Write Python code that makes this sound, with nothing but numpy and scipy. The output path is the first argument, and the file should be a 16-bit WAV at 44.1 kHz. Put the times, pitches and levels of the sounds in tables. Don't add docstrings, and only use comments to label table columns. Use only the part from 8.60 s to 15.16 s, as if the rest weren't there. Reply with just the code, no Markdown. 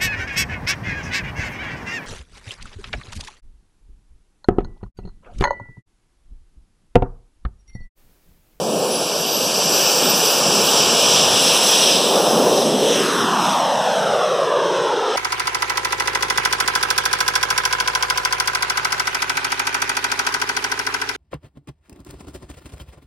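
import sys
import numpy as np
from scipy import signal
from scipy.io import wavfile
from scipy.ndimage import uniform_filter1d, map_coordinates

SR = 44100
rng = np.random.default_rng(int(sys.argv[2]) if len(sys.argv) > 2 else 0)


def voltage_ratio(level):
    return 10 ** (np.asarray(level, float) / 20)


def pcm_store(signal):
    levels = np.round(np.clip(np.atleast_2d(signal), -1, 1) * 32767)
    wavfile.write(sys.argv[1], SR, levels.astype(np.int16).T)


N = 289336
FRAME = 1024

# (time [s], pitch [Hz])
BLADE_PITCH = [(0, 8550), (.2, 9700), (.33, 10500), (.47, 11280), (.63, 11840), (1.01, 12920),
               (1.34, 13740), (1.45, 13930), (1.58, 14035), (1.7, 14090), (1.9, 14140), (2.75, 14170),
               (4.1, 13310), (4.7, 13210), (6.56, 13050)]
# (time [s], loudness from distance [dB], aspect [0 nose-on, 1 tail-on])
FLYBY = [(0, 0, 0.18), (.25, 0.5, 0.24), (.7, -3, 0), (1.1, -1, 0.028), (1.6, -1, 0.05), (2.1, 0, 0.11),
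         (2.6, 1, 0), (3.1, 0, 0), (3.35, 0.5, 0.032), (3.6, 0.5, 0.73), (3.9, 0, 0.8), (4.15, -1, 0.73),
         (4.4, 1.5, 0.78), (4.7, -1, 1.07), (5.1, -2, 0.93), (5.6, -4, 1.1), (6.1, -4, 1.1),
         (6.56, -4.5, 1.06)]
# (time [s], level [dB], half width [s])
AIR_SWELLS = [(.62, -0.5, .08), (1.22, 1.5, 0.064), (1.83, -1.5, 0.095), (2.15, 1, 0.066),
              (2.34, -1, 0.058), (2.57, 0.5, 0.088), (2.7, -2, 0.091), (3, -2.5, 0.021), (3.08, 1, .03),
              (3.4, -2, 0.032), (3.98, 1.5, .05), (4.15, -2, .06), (4.35, 1.5, 0.05), (4.77, -1, .06),
              (4.88, 3.5, 0.085), (5.1, -1.5, 0.073), (5.37, 1, 0.063), (5.94, -2.5, .07), (6.16, 2, 0.03),
              (6.55, 3, 0.074)]


def unit(x):
    return x / np.sqrt(np.mean(np.abs(x) ** 2) + 1e-20)


def along(points, hz):
    f, v = np.transpose(points)
    return np.interp(np.log(hz + 1), np.log(f + 1), v)


def curves(rows, t):
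    s, *cols = np.transpose(rows)
    return [np.interp(t, s, c) for c in cols]


def bumps(rows, t):
    return sum(db * np.exp(-((t - s) / width) ** 2) for s, db, width in rows)


def wobble(rate, t):
    return map_coordinates(rng.standard_normal(2000), [t * rate])


def shaped(x, gain):
    overlap = FRAME * 3 // 4
    hz, t, z = signal.stft(x, SR, nperseg=FRAME, noverlap=overlap)
    z = z * gain(hz[:, None], t)
    return signal.istft(z, SR, nperseg=FRAME, noverlap=overlap)[1][:N]


def rush(level_db, patchy_db, flutter_db):
    def gain(hz, t):
        field = rng.standard_normal((len(hz), len(t)))
        field = uniform_filter1d(field, size=14, axis=0)
        field = uniform_filter1d(field, size=10, axis=1)
        return voltage_ratio(level_db(hz, t) + patchy_db * unit(field) + flutter_db * wobble(8.2, t))
    return shaped(rng.standard_normal(N), gain)


def spool_db(t):
    hz = np.maximum.accumulate(curves(BLADE_PITCH, t)[0])
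    return 20 * np.log10(hz / hz[-1])


def exhaust():
    # (frequency [Hz], level [dB])
    rumble_colour = [(25, -58), (60, -63), (100, -41.5), (150, 1.5), (220, 3.5), (300, 1), (450, -2.5),
                     (700, -36), (1200, -100)]
    roar_colour = [(60, -100), (150, -45), (300, -9), (400, 0), (500, 3), (750, -2.5), (1100, -6),
                   (1600, -13), (2200, -18), (4000, -23.5), (8000, -100)]
    beam_s, beam_width_s = 4.14, 0.3
    pipe_hz, pipe_octaves = 490, 0.15

    def jet_db(t):
        near_db, aspect = curves(FLYBY, t)
        return near_db + 6 * aspect + bumps([(beam_s, 3, beam_width_s)], t)

    def rumble_db(hz, t):
        power_db = 0.68 * spool_db(t)
        thinning_db = -8 * np.maximum(t - 6.1, 0)
        return along(rumble_colour, hz) + 0.64 * jet_db(t) - 13 + power_db + thinning_db

    def roar_db(hz, t):
        dull_db = bumps([(beam_s - 0.09, -6.5, beam_width_s)], t)
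        bite_db = 0.5 + 2 * spool_db(t) + dull_db + 0.18 * bumps(AIR_SWELLS, t)
        pipe_shape = np.exp(-(np.log2((hz + 1) / pipe_hz) / pipe_octaves) ** 2)
        pipe_db = -0.63 * spool_db(t) * pipe_shape
        octaves_up = np.clip(np.log2((hz + 1) / 550), 0, 1.3)
        return along(roar_colour, hz) + jet_db(t) - 7 + pipe_db + bite_db * octaves_up

    rumble = rush(rumble_db, patchy_db=-0.2, flutter_db=-2.5)
    return rumble + rush(roar_db, patchy_db=.4, flutter_db=.15)


def intake():
    # (frequency [Hz], level [dB])
    hiss_colour = [(400, -100), (1200, -17), (2000, -1.5), (2900, 1.5), (4000, -1), (5000, 3), (6200, -3),
                   (7500, -6), (9000, -10), (11000, -13.5), (13000, -20.5), (15300, -22)]
    head_on = [(1500, 3.5), (2300, -1.5), (2950, -0.5), (3500, -5), (4200, -2), (4700, 10), (5000, -0.5),
               (6000, 3), (8000, 1)]

    def level_db(hz, t):
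        near_db, aspect = curves(FLYBY, t)
        hiss_db = near_db - 11.5 * aspect + 3.44 * spool_db(t) + bumps(AIR_SWELLS, t)
        absorbed_db = -4 * np.maximum(t - 3.82, 0)
        treble_db = -0.86 * spool_db(t) + 5.5 * aspect + absorbed_db
        abeam_db = bumps([(3.04, 2.5, 0.31)], t)
        tilt = np.clip((hz - 4500) / 4200, 0, 2.7)
        dulling_db = (treble_db - .6 + abeam_db) * tilt
        facing = np.clip((3 - t) / 1.4, 0, 1)
        return along(hiss_colour, hz) + facing * along(head_on, hz) + hiss_db - 9.5 + dulling_db
    return rush(level_db, patchy_db=1.09, flutter_db=-0.23)


def wheels():
    # (frequency [Hz], level [dB])
    turf_colour = [(25, -30), (60, -35), (110, 1), (170, 11), (300, -40), (600, -100)]
    # (time [s], level [dB])
    drumming = [
        (0, -51),
        (1.5, -52),
        (2.4, -43),
        (2.9, -49.5),
        (3.6, -72),
        (6.56, -74),
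    ]
    return rush(lambda hz, t: along(turf_colour, hz) + curves(drumming, t)[0] + 23,
                patchy_db=-3.5, flutter_db=3.0)


def whine(heard, ratio=1, lag_s=0, fades=(), shimmer_db=3, drift_hz=15):
    t = np.arange(N) / SR
    hz = ratio * curves(BLADE_PITCH, t - lag_s)[0]
    edge_db = -22
    db = heard[-1] + np.interp(t, heard[:-1], [edge_db, 0, 0, edge_db]) + bumps(fades, t)
    sounding = (t >= heard[0]) & (t < heard[-2])
    phase = 2 * np.pi * np.cumsum(hz + drift_hz * wobble(42, t)) / SR
    return sounding * np.sqrt(2) * voltage_ratio(db + shimmer_db * wobble(44.6, t)) * np.sin(phase)


def compressors():
    # (time [s], level [dB], half width [s])
    near_fades = [(.17, -4, .1), (.52, -11, .1), (.7, -2, .06), (.93, -9, .05), (1.05, -3, .08),
                  (1.41, -4, .04), (1.6, 2, .15), (1.9, -7, .07), (2.27, -7, .12)]
    far_fades = [(1.32, 4, .08), (1.48, -6, .04), (1.78, -15, .1), (2.16, 3, .08)]
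    near = whine((0, .33, 2.1, 2.9, -32), fades=near_fades, shimmer_db=3.5, drift_hz=10)
    far = whine((1.1, 1.25, 2.5, 2.75, -47), ratio=1.028, lag_s=.03, fades=far_fades)
    leaving = whine((4.1, 4.35, 4.36, 6.9, -54))
    blade_count = 7
    sideband = whine((1.42, 1.5, 1.7, 1.78, -50), ratio=1 - 1 / blade_count)
    return near + far + leaving + sideband


def grass(hz, t):
    # (frequency [Hz], level [dB])
    turf_loss = [(200, 0), (800, -1), (1400, -3.5), (2200, -11), (4000, -8), (8000, -16), (15000, -30)]
    # (frequency [Hz], factor on the lag)
    soft_soil = [(300, 1.1), (750, 1.7), (1500, 1.5), (3000, 1)]
    # (time [s], extra path [ms], phase lag [rad], share reflected [0-1])
    bounce = [
        (0, 0.27, 0.6, 0.16),
        (1.5, 0.097, 0.6, 0.38),
        (3, 0.16, 0.61, 0.18),
        (3.5, 0.22, 0.48, 0.64),
        (3.9, 0.15, 0.41, 0.56),
        (4.15, 0.23, 0.7, 0.54),
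    ]
    ms, lag, share = curves(bounce, t)
    aloft = np.maximum(t - 4.17, 0)
    pull_up_s = .1
    climb_s = aloft - pull_up_s * (1 - np.exp(-aloft / pull_up_s))
    ms = ms + .9 * climb_s
    lag = lag - .16 * aloft
    share = share + .35 * np.tanh(aloft / 0.19)
    echo = np.clip(share, 0, .95) * voltage_ratio(along(turf_loss, hz))
    phase = 2 * np.pi * hz * ms / 1000 + lag * along(soft_soil, hz)
    return (1 + echo * np.exp(-1j * phase)) / np.sqrt(1 + echo ** 2)


def surface(hz, t):
    # (facing right [Hz], share reflected [0-1], facing left [Hz], share reflected [0-1])
    notches = [(1995, .97, 2210, .5), (4560, .62, 4610, .68), (6670, .76, 7120, .66),
               (8930, .68, 9520, .76), (11280, .68, 11980, .82), (13000, .4, 14020, .93),
               (15700, .7, 16400, .8)]
    # (time [s], right to left [0-1])
    camera_swing = [
        (0, 0.06),
        (1.8, 0.07),
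        (2.5, 0.12),
        (3, 0.44),
        (3.6, 0.4),
        (4.2, 0.87),
        (5, 0.87),
        (6.56, 0.96),
    ]
    swing = np.clip(curves(camera_swing, t)[0], 0, 1)
    right_hz, right_share, left_hz, left_share = np.transpose([(0, 0.0068, 0, 0.089)] + notches)

    def blend(right, left):
        facing_right = np.interp(hz, right_hz, right)
        facing_left = np.interp(hz, left_hz, left)
        return (1 - swing) * facing_right + swing * facing_left

    order = np.arange(len(right_hz))
    turns = blend(order, order)
    echo = blend(right_share, left_share)
    return (1 - echo * np.exp(-2j * np.pi * turns)) / np.sqrt(1 + echo ** 2)


def scene():
    air = shaped(exhaust() + intake(), lambda hz, t: grass(hz, t) * surface(hz, t))
    return np.array([air + compressors() + wheels()] * 2)


def thin_bands(x):
    # (frequency [Hz], level against the neighbourhood [dB])
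    masking = [(1000, -40), (2000, -17), (4500, -14), (7000, -14), (9000, -11), (11500, -8), (14000, -5)]
    # (start [s], end [s], only tones are kept above [Hz])
    dull_spells = [
        (.65, .89, 12600),
        (1.03, 1.86, 12700),
        (1.86, 2.6, 14800),
    ]
    hz, t, z = signal.stft(x, SR, nperseg=2 * FRAME)
    bin_hz = hz[:-1, None]
    power = np.abs(z[:-1]) ** 2
    groups = power.reshape(-1, 4, len(t))
    fickle = voltage_ratio(4 * rng.standard_normal((len(groups), len(t))))
    band = np.repeat(uniform_filter1d(groups.mean(1), size=3, axis=0) * fickle, 4, axis=0)
    around = uniform_filter1d(uniform_filter1d(power, size=110, axis=0), size=3, axis=1)
    keep = band > around * voltage_ratio(2 * along(masking, bin_hz))
    spells = [(t > start) & (t <= end) for start, end, _ in dull_spells]
    edge_hz = np.select(spells, [top for *_, top in dull_spells], 15150)
    edge_hz = edge_hz + 200 * rng.standard_normal(len(t))
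    tonal = np.repeat(groups.max(1), 4, axis=0) > voltage_ratio(-2 * 54)
    keep &= (bin_hz < edge_hz) | tonal
    z[:-1] *= keep
    return signal.istft(z, SR, nperseg=2 * FRAME)[1][:N]


def band_limit(x):
    return signal.sosfilt(signal.butter(12, 15230, fs=SR, output="sos"), x)


def record(dry):
    soft = dry[0] / (1 + np.abs(dry[0] / .8) ** 6) ** (1 / 6)
    mix = np.array([thin_bands(soft)] * 2)
    return band_limit(mix)


dry = scene()
out = record(dry)
pcm_store(out)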